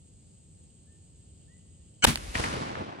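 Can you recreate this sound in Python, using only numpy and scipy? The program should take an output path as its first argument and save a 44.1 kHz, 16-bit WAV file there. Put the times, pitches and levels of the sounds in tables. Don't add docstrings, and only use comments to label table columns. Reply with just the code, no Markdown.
import sys
import numpy as np
from scipy import signal
from scipy.fft import rfft, irfft
from scipy.io import wavfile

SR = 44100
rng = np.random.default_rng(int(sys.argv[2]) if len(sys.argv) > 2 else 0)


def dump(signal):
    limited = np.clip(np.atleast_2d(signal).T, -1, 1)
    pcm = np.round(limited * 32767).astype(np.int16)
    wavfile.write(sys.argv[1], SR, pcm)


N = 132300
T = np.arange(N) / SR
HZ = np.maximum(np.arange(N // 2 + 1) * SR / N, 1)
BLAST_S = 2.0468
SHELTER_S, SHELTER_ATTACK_S, SHELTER_HOLD_S = 2.063, 0.0082, 0.017

# frequency in Hz, how alike the sides are from 0 to 1, the left side's lead in radians.
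FROM_RIFLE = [(60, 0.65, 1.8), (202, .5, 1.5), (440, 0.33, -1.83), (850, 0.63, -1.34), (1540, 0.38, -1.26),
              (2770, 0.41, -2), (4640, 0.34, -2.1), (7300, 0.28, -1.4), (10540, 0.67, 1.5)]
# frequency in Hz, likeness, left lead in radians.
FROM_DOWNRANGE = [(60, 0.72, 0.36), (180, 0.84, -0.5), (367, 0.81, -1.4), (740, 0.81, -2.6),
                  (1440, 0.56, -3.5), (2800, 0.22, -6.5), (4600, 0.06, -7.5), (7600, 0.35, -7.5),
                  (10400, 0.84, -6)]
# frequency in Hz, relative level in dB, seconds to fade by 60 dB.
WOODS_ROLL = [(30, -3.5, 1.6), (60, 0, 1.5), (172, -1.5, 3.2), (426, -6, 5.2), (830, -3.5, 3.35),
              (1490, -8, 2.44), (2960, -14, 2.2), (4980, -15.5, 1.33), (7200, -20, 1.16),
              (10000, -23.5, 0.88), (12100, -37, 0.76), (14000, -74, 0.71)]


def from_db(db):
    return 10 ** (np.asarray(db) / 20)


def unit_power(x):
    return x / np.sqrt(np.mean(x ** 2) + 1e-20)


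def at_hz(points, hz, column=1):
    table = np.array(points)
    return np.interp(np.log(hz), np.log(table[:, 0]), table[:, column])


def side_phases(direction, hz):
    return 0.5 * at_hz(direction, hz, column=2) * np.array([[1], [-1]])


def noise(colour, direction, common=None):
    likeness = np.clip(at_hz(direction, HZ), 0, 1)
    white = rng.standard_normal((3, N))
    shared = rfft(white[2] if common is None else unit_power(common))
    turn = np.exp(1j * side_phases(direction, HZ))
    both = np.sqrt(likeness) * shared * turn + np.sqrt(1 - likeness) * rfft(white[:2])
    return unit_power(irfft(both * from_db(at_hz(colour, HZ)), N))


def rifle_tone(hz, start, wobble=0):
    return np.sqrt(2) * np.sin(2 * np.pi * hz * (T - start) + wobble + side_phases(FROM_RIFLE, hz))


def envelope(start, attack, hold, t60):
    age = T - start
    fade = np.exp(-np.log(1000) * np.clip((age - attack - hold) / t60, 0, 5))
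    return np.clip(age / attack, 0, 1) * fade


def drift(per_s):
    return np.interp(T * per_s, np.arange(1000), rng.standard_normal(1000))


def background():
    # frequency in Hz, left-right likeness, left lead in radians.
    from_undergrowth = [(60, 0.93, -0.23), (180, 0.83, -0.44), (353, 0.39, 0), (700, 0.37, -3.5),
                        (1400, .35, -5), (2700, 0.31, -6.5), (4600, .1, -8), (7710, .84, -8),
                        (9900, .95, -6.5)]
    # frequency in Hz, relative level in dB.
    rumble_colour = [(25, -24.5), (49, -8), (86, -0.5), (124, -8), (160, -7.5), (250, -17), (540, -25),
                     (800, -33.5), (1150, -42.5), (1600, -45), (2150, -44), (2700, -38), (3600, -38.5),
                     (4800, -37), (5800, -42.5), (7800, -70.5)]
    insect_colour = [(5800, -30), (6600, -8.5), (7300, -5), (7750, -8), (8250, 3.5), (8550, -7),
                     (8900, -19.5), (10000, -21.5), (11000, -39), (15000, -44.5)]
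    chorus_colour = [(2200, -42), (2650, -8.5), (3000, -0.5), (3350, -6.5), (3900, -37.5), (8000, -60)]
    throb_db, throbs_per_s, swell_db_per_s, hush_db = 3, 14, 3.6, -22.5
    rumble = from_db(-55.5 + 0.58 * drift(11.85)) * noise(rumble_colour, from_undergrowth)
    insects = from_db(-63.5 + 0.5 * drift(30)) * noise(insect_colour, from_undergrowth)
    throb = throb_db * np.sin(2 * np.pi * throbs_per_s * T + 2 * drift(5))
    chorus_db = -86 + swell_db_per_s * T + throb + 2 * drift(20)
    chorus = from_db(chorus_db) * noise(chorus_colour, from_undergrowth)
    hush = from_db(hush_db * envelope(BLAST_S, attack=0.0106, hold=0, t60=17))
    return (rumble + insects + chorus) * hush


def bird():
    # start and length in seconds, first pitch and target pitch in Hz,
    # glide time in seconds, level in dB.
    whistles = [(.863, .112, 1620, 1803, .017, -72.5), (1.475, 0.11, 1690, 2020, .035, -66.5)]
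    # delay in seconds, level in dB relative to the whistle.
    whistle_echoes = [(.055, -15), (.31, -16.5)]
    fade_db_per_s = 28
    song = np.zeros(N)
    for start, length, first_hz, target_hz, glide, db in whistles:
        age = np.clip(T - start, 0, length)
        hz = target_hz + (first_hz - target_hz) * np.exp(-age / glide)
        arch = np.sqrt(np.abs(np.sin(np.pi * age / length)))
        song += from_db(db - fade_db_per_s * age) * arch * np.sin(2 * np.pi * np.cumsum(hz) / SR)
    echoes = sum(from_db(db) * np.interp(T - delay, T, song, left=0) for delay, db in whistle_echoes)
    trees = rng.standard_normal((2, N)) * envelope(0, attack=0.02, hold=0, t60=1.6)
    lingering = signal.fftconvolve(song[None], unit_power(trees) / np.sqrt(N), axes=1)[:, :N]
    return song + echoes + from_db(-6) * lingering


def far_trees():
    # frequency in Hz, relative level in dB.
    colour = [(30, -20), (80, 1.5), (350, -4), (1200, -9), (3000, -46), (10000, -67)]
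    swell = envelope(2.75, attack=0.016, hold=0.049, t60=0.26)
    return from_db(-39) * noise(colour, FROM_DOWNRANGE) * swell


def tree_clumps():
    # start in seconds, level in dB, centre frequency in Hz.
    surges = [(2.559, -36.5, 350), (2.605, -35.5, 220), (2.668, -41, 550), (2.698, -40, 650),
              (2.805, -34.5, 330), (2.878, -39.5, 280), (2.912, -43.5, 480)]
    edge_ratio = 1.48
    roll, out = noise(WOODS_ROLL, FROM_DOWNRANGE), 0
    for start, db, hz in surges:
        band = signal.butter(1, [hz / edge_ratio, hz * edge_ratio], "band", fs=SR, output="sos")
        surge = unit_power(signal.sosfilt(band, roll))
        out += from_db(db) * surge * envelope(start, attack=0.0048, hold=0.0098, t60=0.05)
    return out


def woods():
    # frequency in Hz, rough size of the flicker in dB.
    flicker_sizes = [(100, 2.6), (500, 2.4), (2000, 1.1), (8000, .5)]
    trunks_per_s, spread_db = 1100, 3.5
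    sizes = from_db(spread_db * np.minimum(rng.exponential(1, N), 4)) * rng.choice([-1, 1], N)
    clicks = sizes * (rng.random(N) < trunks_per_s / SR)
    spectrum = rfft(noise(WOODS_ROLL, FROM_DOWNRANGE, common=clicks))
    shared_drift, out = 0.73 * drift(45), 0
    centres_hz = np.geomspace(40, 14000, 16)
    for hz, this_band in zip(centres_hz, np.eye(len(centres_hz))):
        band = irfft(spectrum * np.interp(np.log(HZ), np.log(centres_hz), this_band), N)
        flicker = from_db(at_hz(flicker_sizes, hz) * (shared_drift + drift(40)))
        fade = envelope(2.338, attack=0.013, hold=0.087, t60=at_hz(WOODS_ROLL, hz, column=2))
        out += band * flicker * fade
    return from_db(-31) * out


def trunk_echoes():
    # start in seconds, level in dB before dulling, seconds to fade by 60 dB,
    # frequency in Hz above which the treble is cut.
    echoes = [(2.3526, -18.5, 0.028, 2600), (2.3614, -29.5, .02, 2500), (2.378, -27, .012, 4500),
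              (2.439, -21.5, 0.047, 2360), (2.4613, -28, 0.011, 2390), (2.7538, -21, 0.011, 1180)]
    # frequency in Hz, relative level in dB.
    colour = [(150, -4.5), (700, -12), (1100, -2), (1900, 9.5), (5000, -7.5), (11000, 1), (13500, -45)]
    crack, out = noise(colour, FROM_DOWNRANGE), 0
    for start, db, t60, edge_hz in echoes:
        echo = from_db(db) * crack * envelope(start, attack=0.00047, hold=0.00074, t60=t60)
        dull = signal.butter(2, edge_hz, fs=SR, output="sos")
        out += signal.sosfilt(dull, echo + 1e-18)
    return out


def near_echoes():
    # frequency in Hz, left-right likeness, left lead in radians.
    from_all_around = [(60, 0.78, 0.3), (180, 0.82, -.4), (372, .7, -1), (750, .3, -4), (1500, 0.15, -3.5),
                       (2750, .1, -6.5), (4620, .1, -8.5), (7700, .65, -7.7), (10300, 0.76, -6)]
    # frequency in Hz, relative level in dB.
    boom_colour = [(30, -6), (60, 2), (95, -5), (150, 0), (250, 0), (320, -12), (700, -13.5), (1600, -12.5),
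                   (4000, -15.5), (6000, -20), (10000, -22), (13000, -34), (16000, -35)]
    hiss_colour = [(30, -9), (60, 5), (150, -9), (500, -11.5), (2000, -16), (4500, -20), (10000, -24.5),
                   (12500, -37), (14000, -62)]
    slap_colour = [(100, -20), (400, -20), (800, -2), (1500, 2), (2600, 4), (4000, -1), (6500, -14),
                   (9800, -9), (16000, -36)]
    # start in seconds, level in dB, seconds to fade by 60 dB.
    slaps = [(2.0725, -22, 0.012), (2.1573, -15.5, 0.0045), (2.1738, -28.5, 0.006)]
    boom = from_db(-22) * noise(boom_colour, from_all_around)
    boom *= envelope(SHELTER_S, SHELTER_ATTACK_S, SHELTER_HOLD_S, t60=0.21)
    hiss = from_db(-42.5) * noise(hiss_colour, FROM_DOWNRANGE)
    hiss *= envelope(BLAST_S, attack=0.0033, hold=0.31, t60=0.63)
    slap_level = sum(from_db(db) * envelope(start, attack=0.00028, hold=0.00036, t60=t60)
                     for start, db, t60 in slaps)
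    return boom + hiss + slap_level * noise(slap_colour, FROM_DOWNRANGE)


def shelter():
    # pitch in Hz, level in dB, seconds to fade by 60 dB.
    notes = [(60.7, -30.5, .25), (141, -30.5, 0.18), (233.8, -25, .15)]
    return sum(from_db(db) * np.sin(2 * np.pi * hz * (T - SHELTER_S))
               * envelope(SHELTER_S, SHELTER_ATTACK_S, SHELTER_HOLD_S, t60) for hz, db, t60 in notes)


def thumps():
    # start in seconds, length of one swing in seconds, level in dB.
    pushes = [(2.038, 0.0069, -21.5), (2.062, 0.021, -24.5), (2.0797, 0.0083, -20.5), (2.093, 0.0068, -22),
              (2.168, 0.019, -33), (2.281, 0.018, -27), (2.356, 0.012, -25.5), (2.565, 0.014, -29),
              (2.79, 0.009, -30)]
    out = np.zeros(N)
    for start, period, db in pushes:
        cycles = np.clip((T - start) / period, 0, 10)
        out += from_db(db) * np.sin(2 * np.pi * cycles) * np.exp(-1.1 * cycles)
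    return out


def metal_ring():
    # pitch in Hz, level in dB at the top of the swell.
    notes = [(1459, -26), (1660, -34), (2234, -29), (2940, -23.5), (3100, -29.5), (4231, -32), (6250, -30),
             (7750, -31.5)]
    # frequency in Hz, relative level in dB.
    rattle_colour = [(300, -11.5), (1000, -13.5), (1450, -3), (1850, -16.5), (2300, -4), (3000, -1),
                     (3700, -21), (6200, -12.5), (8200, -13.5), (9800, -40), (16000, -60.5)]
    start_s, peak_s, swell_db_per_s = 2.022, 2.041, 750
    swell = from_db(swell_db_per_s * np.minimum(T - peak_s, 0))
    level = swell * envelope(start_s, attack=0.0032, hold=peak_s - start_s, t60=0.03)
    tones = sum(from_db(db) * rifle_tone(hz, peak_s, wobble=0.5 * drift(61)) for hz, db in notes)
    rattle = from_db(-24) * noise(rattle_colour, FROM_RIFLE)
    return level * (tones + rattle)


def cap_crack():
    # frequency in Hz, relative level in dB.
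    colour = [(100, -12), (400, 4.5), (800, -2), (1400, -2), (3000, -3), (5500, -6.5), (9500, -0.5),
              (12000, -10.5), (16000, -17)]
    burst = envelope(2.0418, attack=0.00023, hold=0.001, t60=0.018)
    return from_db(-12.5) * noise(colour, FROM_RIFLE) * burst


def shock_wave():
    start_s, push_s, gap_s = 2.047, 0.00025, 0.00105
    first_db, loss_db = -3, 1
    pressure = np.zeros(N)
    for bounce in range(4):
        age = np.clip((T - start_s - bounce * gap_s) / push_s, 0, 20)
        pressure += from_db(first_db - bounce * loss_db) * (age > 0) * (1 - age) * np.exp(-age)
    return irfft(rfft(pressure) * np.exp(1j * side_phases(FROM_RIFLE, HZ)), N)


def muzzle_blast():
    # frequency in Hz, relative level in dB.
    colour = [(60, -1), (160, 0), (330, -6), (520, -4), (670, 1), (820, -4), (1020, 2), (1220, -9),
              (1550, -3), (2200, -8), (3100, -3.5), (5000, -12.5), (9000, -17), (16000, -39.5)]
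    # pitch in Hz, level in dB relative to the gas.
    notes = [(554, -11), (742, -15), (927, -14)]
    drive = 0.4
    boom = sum((-1) ** k * from_db(db) * rifle_tone(hz, BLAST_S) for k, (hz, db) in enumerate(notes))
    blast = unit_power(np.tanh(drive * (noise(colour, FROM_RIFLE) + boom)))
    return from_db(-11) * blast * envelope(BLAST_S, attack=0.00028, hold=0.0053, t60=0.009)


def scene():
    shot = cap_crack() + muzzle_blast() + shock_wave() + metal_ring() + thumps()
    echoes = shelter() + near_echoes() + trunk_echoes() + woods() + far_trees() + tree_clumps()
    return shot + echoes + bird() + background()


def record(dry):
    low_cut_hz, high_stop_hz, ceiling = 36, 16600, 0.92
    bass_cut = signal.butter(3, low_cut_hz, "high", fs=SR, output="sos")
    treble_cut = signal.cheby2(14, 60, high_stop_hz, fs=SR, output="sos")
    clipped = np.clip(signal.sosfilt(bass_cut, dry), -ceiling, ceiling)
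    return signal.sosfilt(treble_cut, clipped)


dry = scene()
out = record(dry)
dump(out)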